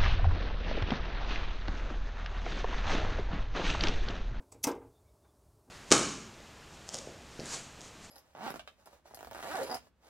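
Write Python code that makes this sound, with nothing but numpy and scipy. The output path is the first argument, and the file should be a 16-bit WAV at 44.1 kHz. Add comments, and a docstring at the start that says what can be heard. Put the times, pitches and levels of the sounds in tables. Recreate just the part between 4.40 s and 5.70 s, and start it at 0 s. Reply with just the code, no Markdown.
"""Safety switch on an outdoor switchboard.

A thumb pushes up the lever, close by. The latch ticks, the sprung contacts snap shut and rattle,
and the lever's thud rings the panel in its steel cabinet. The hand bumps the panel lightly.
A far bird calls over a quiet outdoor rumble."""
import sys
import numpy as np
from scipy import signal
from scipy.fft import rfft, irfft, next_fast_len
from scipy.io import wavfile

SR = 44100
rng = np.random.default_rng(int(sys.argv[2]) if len(sys.argv) > 2 else 0)


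def master(y):
    """Save y as 16-bit WAV."""
    cut = np.clip(np.atleast_2d(y).T, -1, 1)
    pcm = np.round(cut * 32767)  # scale
    wavfile.write(sys.argv[1], SR, pcm.astype(np.int16))


N = 57330

# contact snaps and rattle (time [s], level [dB], t60 [s], echo [dB], metal ring [dB], top treble [dB])
CONTACT_SNAPS = [(0.2398, -20.5, 0.035, -15.5, -2.5, -1), (0.2693, -35, 0.04, -3.5, -14, 1),
                 (0.3138, -44, 0.037, -19.5, -9, -23.5), (0.349, -66, .05, 1, -14, -3.5)]
# snap spectrum (frequency [Hz], relative density [dB])
SNAP_SPECTRUM = [(300, -19.5), (1600, -19), (2150, -12.5), (3000, -10.5), (3800, -9), (4350, -12),
                 (5000, -3.5), (5850, -0.5), (6900, -3.5), (8200, -3), (10300, -8.5), (11200, -11.5),
                 (13000, -7.5), (15700, -15)]
# sliding lever's resonances (frequency [Hz], relative density [dB])
SCRAPE_SPECTRUM = [(1500, -50), (4200, -20.5), (6100, -6), (8600, -27.5), (11300, -4), (14000, -36)]
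# switch's metal parts (frequency [Hz], relative level [dB], t60 [s])
METAL_MODES = [(2088, -26.5, 0.34), (2594, -21, .16), (5590, -15.5, 0.037), (5980, -6, 0.071),
               (6250, -4.5, 0.023), (7380, -15, .08), (8190, -11.5, .05)]
# blows on the panel (time [s], level [dB], tilt [dB/octave], share of full t60 [ratio])
PANEL_BLOWS = [(0.002, -48.5, -3, 0.27), (0.024, -57.5, 1.5, 0.47), (0.143, -52, -2.5, 0.61),
               (0.2452, -31.5, 5.5, 0.32), (0.2697, -26, 1.5, .9), (0.327, -49, -6, 0.62),
               (0.413, -52.5, 2.5, .7), (0.439, -54, -0.5, 0.87), (0.844, -69.5, 13.5, .5),
               (1.278, -58.5, -2.5, 0.83)]
# panel modes (frequency [Hz], relative level [dB], full t60 [s])
PANEL_RESONANCES = [(174.6, -12.5, .18), (273, -2.5, 0.33), (292.5, -6, 0.14), (344.5, -5.5, .36),
                    (372.6, -7, 0.37), (423.6, -7, 0.5), (466.6, -3, 0.33), (568, -8, 0.25),
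                    (651, -11, 0.3), (832, -5.5, 0.2), (897, -9, .25), (1011, -16, .3), (1099, -14.5, 0.19),
                    (1187, -20, 0.28), (1319, -20, 0.24), (1591, -19.5, 0.25)]
# panel's dense clatter (frequency [Hz], relative density [dB])
CLATTER_SPECTRUM = [(40, -33.5), (100, -15.5), (200, 1.5), (450, 0.5), (700, -9), (900, 0), (1200, -11),
                    (1550, -11.5), (1750, -19), (2500, -19), (4200, -34.5), (9000, -44)]
# cabinet decay (frequency [Hz], full t60 [s])
CABINET_T60 = [(100, 0.13), (450, 0.5), (1000, 0.3), (2500, 0.28), (6000, 0.11), (14000, 0.13)]
# latch ticks (time [s], level [dB])
LATCH_TICKS = [(0.021, -67.5), (0.118, -55), (0.1219, -45), (0.143, -63)]
# tick spectrum (frequency [Hz], relative density [dB])
TICK_SPECTRUM = [(150, -18.5), (500, 1), (1050, -5.5), (1700, -23), (2400, -9.5), (3000, -21), (5500, -8.5),
                 (7100, -5.5), (7950, -3.5), (8800, -13.5), (11400, -17.5), (15500, -23)]
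# latch ping (frequency [Hz], relative level [dB], t60 [s])
LATCH_PING = [(7950, -1, 0.025)]
# far bird's notes (time [s], length [s], pitch [Hz], level [dB])
BIRD_NOTES = [(0.524, 0.085, 3590, -78.5), (0.635, .09, 2264, -82.5), (0.672, 0.037, 3600, -82),
              (0.825, .05, 3567, -82), (0.873, 0.041, 3500, -80)]
# outdoor hiss (frequency [Hz], relative density [dB])
HISS_SPECTRUM = [(90, -35), (160, -5), (300, -1), (430, 2), (510, -12), (590, 1.5), (720, -7), (1050, -8),
                 (1900, -24), (3300, -25.5), (4200, -22), (9000, -20), (15700, -27)]
# outdoor rumble (frequency [Hz], relative density [dB])
RUMBLE_SPECTRUM = [(20, -29), (45, -5.5), (65, -0.5), (115, -2.5), (170, -16), (300, -48.5)]
# rumble swells (time [s], level [dB])
RUMBLE_ENVELOPE = [(0, -64.5), (.06, -70.5), (.13, -64.5), (.24, -63.5), (.36, -63), (.48, -62), (.54, -69),
                   (.62, -69), (.68, -63.5), (0.799, -69.5), (0.969, -70), (1.07, -62.5), (1.2, -70),
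                   (1.3, -69)]


def contacts(shelf_from_hz=6800, shelf_full_hz=11000):
    """Sprung contacts crack shut, ring the switch's metal and echo in the cabinet."""
    out, t = np.zeros(N), clock()
    for start_s, db, t60_s, echo_db, metal_db, top_db in CONTACT_SNAPS:
        crack = noise(SNAP_SPECTRUM) * fade(t, t60_s)
        metal = amp(metal_db) * ring(METAL_MODES)
        echo = amp(echo_db) * cabinet(noise(SNAP_SPECTRUM)) * rise(attack_s=0.006)
        shelf = [(shelf_from_hz, 0), (shelf_full_hz, top_db)]
        snap = filtered(crack + metal + echo, lambda hz: amp(log_interp(shelf, hz)))
        add(out, start_s, amp(db) * snap * rise(attack_s=0.00043))
    return out


def lever_scrape(swell_s=0.011, swell_db=22, peak_db=-32):
    """The lever scrapes over its dead point, peaking at the first snap."""
    out, t = np.zeros(N), clock()
    swell = amp(peak_db + swell_db * np.minimum(t / swell_s - 1, 0))
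    decay = fade(np.maximum(t - swell_s, 0), t60_s=0.0078)
    add(out, CONTACT_SNAPS[0][0] - swell_s, swell * decay * noise(SCRAPE_SPECTRUM))
    return out


def lever_thud(start_s=0.2697, hz=298, db=-20.5, t60_s=0.057):
    """The lever hits its stop: one short low mode."""
    out = np.zeros(N)
    add(out, start_s, ring([(hz, db, t60_s)]) * rise(attack_s=0.0019))
    return out


def panel(modes_db=-3, clatter_db=-7.5):
    """Each blow excites the panel's low modes and a dense clatter."""
    out = np.zeros(N)
    for start_s, db, db_per_octave, t60_share in PANEL_BLOWS:
        excitation = filtered(noise(CLATTER_SPECTRUM), lambda hz: tilt(hz, db_per_octave))
        clatter = amp(clatter_db) * cabinet(excitation, t60_share)
        modes = amp(modes_db) * ring(PANEL_RESONANCES, db_per_octave, t60_share)
        add(out, start_s, amp(db) * (modes + clatter) * rise(attack_s=0.0019))
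    return out


def latch(tail_db=-12):
    """Small bright ticks as the lever takes up the spring."""
    out = np.zeros(N)
    for start_s, db in LATCH_TICKS:
        ping = ring(LATCH_PING)
        click = noise(TICK_SPECTRUM) * fade(clock(), t60_s=0.027)
        tail = amp(tail_db) * cabinet(noise(TICK_SPECTRUM))
        add(out, start_s, amp(db) * (ping + click + tail) * rise(attack_s=0.00096))
    return out


def cabinet(x, t60_share=1):
    """Each band of x decays at the steel cabinet's rate."""
    hz, t, bands = signal.stft(x, SR, nperseg=256)
    t60_s = t60_share * log_interp(CABINET_T60, hz)[:, None]
    return signal.istft(bands * fade(t, t60_s), SR, nperseg=256)[1][:N]


def bird(waver_rms_hz=65):
    """Faint wavering whistles."""
    out, t = np.zeros(N), clock()
    for start_s, length_s, hz, db in BIRD_NOTES:
        pitch_hz = hz + waver_rms_hz * noise([(100, 0), (400, -30), (2000, -80)])
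        swell = np.sin(np.pi * np.minimum(t / length_s, 1))
        add(out, start_s, amp(db) * swell * np.sin(2 * np.pi * np.cumsum(pitch_hz) / SR))
    return out


def outdoors(hiss_db=-70):
    """Steady hiss over a swelling rumble."""
    rumble_db = np.interp(clock(), *np.transpose(RUMBLE_ENVELOPE))
    return amp(hiss_db) * noise(HISS_SPECTRUM) + amp(rumble_db) * noise(RUMBLE_SPECTRUM)


def ring(modes, db_per_octave=0, t60_share=1):
    """Damped sines; mode levels scatter by 1 dB per blow."""
    out, t = np.zeros(N), clock()
    for hz, db, t60_s in modes:
        gain = amp(db + rng.normal(0, 1)) * tilt(hz, db_per_octave)
        out += gain * fade(t, t60_share * t60_s) * np.sin(2 * np.pi * hz * t)
    return out


def noise(spectrum):
    """Random-phase noise of the given spectrum, rms 1."""
    hz = np.fft.rfftfreq(N, 1 / SR)
    phasors = np.exp(2j * np.pi * rng.random(len(hz)))
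    x = irfft(amp(log_interp(spectrum, hz)) * phasors, N)
    return x / np.sqrt(np.mean(x ** 2) + 1e-20)


def filtered(x, response):
    """Zero-phase filter with gain response(hz)."""
    size = next_fast_len(N + SR // 2)
    hz = np.fft.rfftfreq(size, 1 / SR)
    return irfft(rfft(x, size) * response(hz), size)[..., :N]


def tilt(hz, db_per_octave):
    """Gain slope about 500 Hz, flat outside 200-1100 Hz."""
    return amp(db_per_octave * np.log2(np.clip(hz, 200, 1100) / 500))


def fade(t, t60_s):
    """Exponential decay."""
    return np.exp(-np.log(1000) * t / t60_s)


def rise(attack_s):
    """Soft onset."""
    return 1 - np.exp(-clock() / attack_s)


def log_interp(points, hz):
    """Read (frequency [Hz], value) points on a log axis."""
    knots_hz, values = np.transpose(points)
    return np.interp(np.log(hz + 1), np.log(knots_hz + 1), values)


def amp(db):
    """Decibels to gain."""
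    return 10 ** (np.asarray(db) / 20)


def clock():
    """Sample times [s]."""
    return np.arange(N) / SR


def add(out, start_s, x):
    """Mix x into out from start_s."""
    i = round(start_s * SR)
    out[i:i + len(x)] += x[:N - i]


def scene():
    """All sources, centred."""
    mono = latch() + lever_scrape() + contacts() + panel() + lever_thud() + bird() + outdoors()
    return np.array([mono, mono])


def record(dry):
    """Steep low-pass."""
    top_hz, edge_hz = 16000, 300
    return filtered(dry, lambda hz: np.sin(np.pi / 2 * np.clip((top_hz - hz) / edge_hz, 0, 1)) ** 2)


dry = scene()
out = record(dry)
master(out)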